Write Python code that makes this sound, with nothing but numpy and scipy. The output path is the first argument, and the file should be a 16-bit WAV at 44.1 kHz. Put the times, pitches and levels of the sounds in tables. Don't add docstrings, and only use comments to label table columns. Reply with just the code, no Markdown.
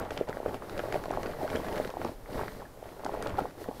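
import sys
import numpy as np
from scipy import signal
from scipy.fft import rfft, irfft, next_fast_len
from scipy.io import wavfile
from scipy.ndimage import uniform_filter1d, map_coordinates

SR = 44100
rng = np.random.default_rng(int(sys.argv[2]) if len(sys.argv) > 2 else 0)


def invert_db(level):
    return 10 ** (np.asarray(level, dtype=float) / 20)


def master(y):
    cut = np.clip(np.atleast_2d(y).T, -1, 1)
    pcm = np.round(cut * 32767)
    wavfile.write(sys.argv[1], SR, pcm.astype(np.int16))


N = 167580
T = np.arange(N) / SR


def unit(x):
    return x / np.sqrt(np.mean(x ** 2) + 1e-20)


def along(points, hz):
    f, value = np.transpose(points)
    return np.interp(np.log(hz + 1), np.log(f + 1), value)


def wobble(rate):
    return np.tanh(map_coordinates(rng.standard_normal(800), [T * rate]))


def shaped(x, spectrum):
    size = next_fast_len(N + 8192)
    gain = invert_db(along(spectrum, np.fft.rfftfreq(size, 1 / SR)))
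    return irfft(rfft(x, size) * gain, size)[..., :N]


def coloured(x, spectrum):
    return unit(shaped(x, spectrum))


def place(times, shapes):
    start = np.round(np.asarray(times) * SR).astype(int)[:, None]
    at = np.clip(start + np.arange(shapes.shape[1]), 0, N)
    return np.bincount(at.ravel(), shapes.ravel(), N + 1)[:N]


def buckles(s, gain, hz, cycles, size):
    before = size // 3
    u = (np.arange(size) - before) / SR * (hz / cycles)[:, None]
    swell = np.exp(-np.log(16) * (u * np.where(u < 0, 1.4, 0.9)) ** 2)
    ring = 0.26 * (u > 0) * (1 - np.exp(-abs(u))) * np.exp(-0.6 * abs(u))
    phase = np.pi + rng.standard_normal((len(s), 1))
    wave = np.cos(2 * np.pi * u * cycles[:, None] + phase)
    return place(s - before / SR, gain[:, None] * (swell + ring) * wave)


def effort(slide):
    # middle in seconds, half length in seconds, buckling level in dB,
    # sliding over buckling in dB.
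    pulls = [(0, 0.053, -35.5, -43), (0.132, 0.019, -45, -12), (0.173, 0.045, -39, -21.5),
             (0.296, 0.014, -36, -24), (0.361, 0.037, -43, -17), (0.479, 0.04, -37.5, -21),
             (0.55, 0.019, -37, -20.5), (0.635, 0.015, -43, -20), (0.778, 0.11, -39.5, -17),
             (0.884, 0.025, -40.5, -19), (0.952, 0.025, -34, -17), (1.041, 0.048, -41.5, -17),
             (1.143, 0.035, -38.5, -33), (1.243, 0.098, -38, -17), (1.428, 0.043, -38.5, -15.5),
             (1.55, 0.056, -33, -18.5), (1.664, 0.021, -36, -21), (1.775, 0.093, -35, -16.5),
             (2.043, 0.053, -38, -16.5), (2.385, 0.06, -35.5, -16), (2.525, 0.044, -45, -13),
             (2.608, 0.035, -45, -17), (2.904, 0.07, -47.5, -15.5), (3.093, 0.059, -41, -19),
             (3.141, 0.0077, -35, -21), (3.251, 0.073, -36, -24), (3.41, 0.055, -39, -19.5),
             (3.62, 0.031, -43.5, -10), (3.687, 0.0073, -40.5, -28), (3.8, 0.088, -50.5, -6.5)]
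    slap = [
        (3.39, .006, -33, -13),
    ]
    power = np.zeros(N)
    for s, half, db, over_db in pulls + slap:
        power += invert_db(2 * (db + slide * over_db)) * np.exp(-((T - s) / half) ** 2 * 0.93)
    return np.sqrt(power)


def cloth():
    # frequency in Hz, level in dB per Hz.
    friction = [(100, -4.5), (530, -3.5), (826, -10.5), (1150, -18), (1900, -16.5), (2600, -26),
                (4400, -34), (9000, -52.5)]
    draw = rng.random((2400, 3))
    fine = np.arange(len(draw)) % 4 == 0
    hz = 644 * np.exp(0.437 * rng.standard_normal(len(draw))) * np.where(fine, 2.6, 1)
    gain = invert_db(-4.5 * np.log(draw[:, 1] + 0.04) - 13 * fine)
    cycles = 0.72 + 2.67 * draw[:, 2] ** 2
    crowd = unit(buckles(draw[:, 0] * N / SR, gain, hz, cycles, size=900))
    grains = rng.standard_normal(N) * invert_db(3.74 * wobble(150))
    drag = unit(coloured(grains, friction) * invert_db(0.8 * wobble(40)))
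    crowd_share = 0.52
    return effort(0) * (np.sqrt(crowd_share) * crowd + np.sqrt(1 - crowd_share) * drag)


def weave():
    # frequency in Hz, level in dB per Hz.
    hiss = [(1500, -16), (4200, 1.5), (7000, -7.5), (12500, -4.5)]
    surface = invert_db(1.9 * wobble(30.31) + 0.87 * wobble(9.6))
    return invert_db(-2.0) * effort(0.93) * surface * coloured(rng.standard_normal(N), hiss)


def pops():
    # time in seconds, peak in dB, pitch in Hz, length in cycles.
    large = [(0.2121, -14, 460, 1.2), (0.2957, -23, 443, 0.8), (0.3712, -23, 583, 1.2),
             (0.4035, -25, 530, 1.3), (0.4618, -16, 516, 1.3), (0.7944, -22, 615, 1.4),
             (0.8393, -22, 540, 1.6), (0.9269, -24, 651, 1.2), (0.944, -21, 597, 1.0),
             (0.9568, -21, 625, 3.3), (1.1091, -18, 693, 1.4), (1.1741, -17, 767, 1.1),
             (1.556, -19, 466, 1.1), (1.8006, -17, 586, 1.3), (1.894, -27, 655, 1.0),
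             (1.9704, -22, 752, 1.6), (2.0533, -20, 387, 0.9), (2.4127, -21, 625, 0.9),
             (2.6203, -29, 800, 0.9), (2.8282, -28, 557, 1.1), (3.0647, -22, 791, 1.9),
             (3.0945, -24, 795, 2.1), (3.1415, -23, 688, 1.1), (3.1756, -26, 566, 1.0),
             (3.3901, -22, 860, 1.3), (3.6877, -23, 471, 0.8)]
    # time in seconds, peak in dB, pitch in Hz.
    folds = [(0.0604, -34, 630), (0.1722, -27, 575), (0.5448, -24.5, 520), (0.7304, -39, 458),
             (0.8034, -25, 513), (0.858, -26, 543), (1.058, -26, 674), (1.0836, -24.5, 590),
             (1.517, -23.5, 506), (1.6354, -28, 560), (2.857, -34.5, 620), (2.4346, -22, 710),
             (2.93, -38, 480), (3.0553, -25, 735), (3.2625, -22, 500), (3.151, -24, 840),
             (3.4557, -23, 785), (3.7129, -27, 724), (3.691, -28, 283)]
    more_folds = [
        (.482, -27, 493),
        (.623, -28.5, 1060),
        (1.94, -26.5, 755),
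        (2.394, -22.5, 910),
        (3.798, -29.5, 880),
    ]
    # start in seconds, peak in
    # dB, pitch in Hz.
    fold_starts = [(0.106, -28, 493), (.116, -27, 616), (.145, -33, 600), (.286, -28.5, 676), (.326, -37, 657),
                   (.429, -30, 390), (0.883, -28, 525), (.959, -20, 590), (1.182, -28, 393), (1.261, -34, 595),
                   (1.276, -26.5, 404), (1.43, -22, 380), (1.55, -22, 400), (1.571, -22.5, 503),
                   (1.826, -39, 522), (1.851, -25.5, 450), (2.014, -22.5, 795), (2.047, -20.5, 780),
                   (2.325, -30.5, 288), (2.354, -29, 245), (2.772, -37, 522), (2.993, -34, 616),
                   (3.034, -29, 786), (3.409, -23, 654), (3.417, -26.5, 297), (3.519, -42, 290),
                   (3.551, -42, 670), (3.659, -31.5, 620)]
    clicks = [(0.1057, -40, 1250), (0.171, -41, 1210), (0.294, -47, 1620), (0.3272, -28.5, 1530),
              (0.37, -31.5, 1580), (0.4602, -29.5, 1280), (0.5332, -42, 1280), (0.5415, -39, 1210),
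              (0.6962, -37, 1490), (0.7655, -33, 1500), (0.7937, -26, 1570), (0.9228, -27, 1810),
              (1.0382, -30.5, 1490), (1.1365, -27, 1170), (1.2315, -34.5, 1900), (1.262, -35, 1330),
              (1.3336, -34, 1380), (1.478, -30.5, 1480), (1.5543, -27.5, 1690), (1.6476, -36, 1570),
              (1.749, -40, 1370), (1.8465, -28, 1660), (2.0145, -37, 1240), (2.0484, -39, 1610),
              (2.2593, -40, 1800), (2.4116, -29, 1220), (2.4803, -30, 1580), (2.9946, -41, 1370),
              (3.0612, -27.5, 1380), (3.225, -29, 1300), (3.263, -28, 1290), (3.352, -37, 1370),
              (3.3892, -32, 1340), (3.642, -35.5, 1460)]
    fold_cycles, click_cycles = 1.2, 1.63
    start_lag_s, click_lag_s = 0.00284, 0.001496
    rows = large + [(*row, fold_cycles) for row in folds + more_folds]
    rows += [(s + start_lag_s, db, hz, fold_cycles) for s, db, hz in fold_starts]
    rows += [(s + click_lag_s, db, hz, click_cycles) for s, db, hz in clicks]
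    s, db, hz, cycles = np.transpose(rows)
    return buckles(s, invert_db(db), hz, cycles, size=1500)


def snaps():
    # time in seconds, peak in dB, tilt in dB per octave.
    seams = [(0.1073, -31, -10), (0.1762, -28.5, -12), (0.2958, -43, -7), (0.545, -36.5, -8.5),
             (0.697, -34.5, -10.5), (0.793, -30.5, -13.5), (0.8013, -29.5, -16), (0.9258, -28.5, -9.5),
             (1.039, -39, -6), (1.057, -38, -7.5), (1.1384, -49, -6), (1.2323, -34, -9.1),
             (1.261, -33.5, -14), (1.478, -32, -13), (1.5546, -37, -11), (1.648, -47, -11),
             (1.7273, -36, -7), (2.0167, -30, -27), (2.0484, -31.5, -8.5), (2.26, -40, -24),
             (2.4824, -38, -13), (3.0481, -34, -4), (3.0649, -38, -8), (3.2256, -34, 1.5),
             (3.2724, -34, -5), (0.1103, -32, -13), (0.178, -31, -12), (1.114, -40, -3.5), (3.293, -57, 3)]
    # time in seconds, peak in dB.
    ticks = [(0.0512, -42), (0.3297, -39), (0.8692, -42), (0.8856, -45), (0.9435, -32), (1.2687, -38),
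             (1.4934, -41), (1.5027, -31), (1.7785, -32.5), (1.8492, -34.5), (2.333, -38), (3.3898, -37.5),
             (3.405, -35), (3.6416, -43)]
    when = rng.random(90) * (N - 1)
    pull_db = 20 * np.log10(effort(0)[when.astype(int)])
    stray_db = pull_db - 5.5 + 7 * rng.standard_normal(len(when))
    dull = [(*row, -11) for row in ticks + list(zip(when / SR, stray_db))]
    s, db, tilt = np.transpose(seams + dull)

    t, hz = np.arange(1024) / SR, np.fft.rfftfreq(2048, 1 / SR)
    snap_s, lead = 0.0011, 64
    burst = rng.standard_normal((len(s), len(t))) * np.exp(-(t / snap_s - 2) ** 2)
    colour = invert_db(tilt[:, None] * np.log2(np.maximum(hz, 1500) / 2000))
    colour = colour * hz ** 2 / (hz ** 2 + 1200 ** 2) / (1 + (hz / 10000) ** 6)
    crack = np.roll(irfft(rfft(burst, 2048) * colour, 2048), lead, 1)
    crack /= np.linalg.norm(crack, axis=1, keepdims=True)
    return place(s - lead / SR - 2 * snap_s, invert_db(db + 14.5)[:, None] * crack)


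def creaks():
    # start in seconds, length in seconds, level in dB, first pitch in Hz, last pitch in Hz.
    squeaks = [
        (0.765, 0.025, -30.5, 540, 574),
        (1.404, .033, -31.5, 927, 544),
        (1.444, 0.016, -28.5, 522, 730),
        (1.559, 0.014, -42, 2980, 3460),
        (3.384, .011, -19.5, 834, 750),
        (3.386, 0.01, -32, 1390, 1310),
        (2.652, 0.011, -47, 1770, 1650),
    ]
    out = np.zeros(N)
    for s, length, db, first_hz, last_hz in squeaks:
        u = np.clip((T - s) / length, 0, 1)
        swell = np.sqrt(abs(np.sin(np.pi * u)))
        turns = length * (first_hz * u + (last_hz - first_hz) * u ** 2 / 2)
        out += invert_db(db) * swell * np.sin(2 * np.pi * turns)
    return out * invert_db(-0.5 * wobble(180))


def thuds():
    # time in seconds, peak in dB, pitch in Hz.
    bumps = [
        (2.24, -41, 37),
        (2.165, -42, 32),
        (2.37, -36.5, 44),
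        (1.56, -34, 80),
        (3.339, -29.5, 86),
    ]
    s, db, hz = np.transpose(bumps)
    return buckles(s, invert_db(db), hz, np.full(len(s), 1.1), size=9000)


def room(x):
    # frequency in Hz, time to fall 60 dB in seconds.
    decay = [(300, 0.15), (8000, 0.22)]
    hz, t, z = signal.stft(rng.standard_normal((4, SR // 4)), SR, nperseg=256)
    tail = signal.istft(z * invert_db(-60 * t / along(decay, hz)[:, None]), SR, nperseg=256)[1]
    tail /= np.linalg.norm(tail, axis=1, keepdims=True)
    turn = np.cos(np.pi * (T / 0.4 + np.arange(4)[:, None] / 4)) ** 2 / np.sqrt(1.5)
    wet = signal.fftconvolve(x * turn, tail, axes=1).sum(0)
    return np.pad(wet, (150, 0))[:N]


def background():
    # frequency in Hz, level in dB per Hz.
    air = [(40, -2), (150, -10.5), (600, -10), (2500, -28.5), (8000, -34), (13000, -32.5)]
    table_rumble = [(40, 10), (90, -2), (180, -24), (400, -46)]
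    hum = invert_db(-58.5 + 1.7 * wobble(13)) * np.sin(2 * np.pi * 116.6 * T)
    push = uniform_filter1d(unit(effort(0)), size=4000) + 0.024
    rumble = invert_db(-52.5) * push * coloured(rng.standard_normal(N), table_rumble)
    return hum + rumble + invert_db(-51) * coloured(rng.standard_normal(N), air)


def scene():
    near = cloth() + weave() + pops() + snaps() + creaks() + thuds()
    return (near + invert_db(-10) * room(near) + background())[None]


def band_limit(x):
    return signal.sosfilt(signal.butter(12, 15830, fs=SR, output="sos"), x)


def record(dry):
    # frequency in Hz, gain in dB.
    mic_top = [(13500, 0), (15700, -5), (15800, -90)]
    return band_limit(shaped(dry, mic_top))


dry = scene()
out = record(dry)
master(out)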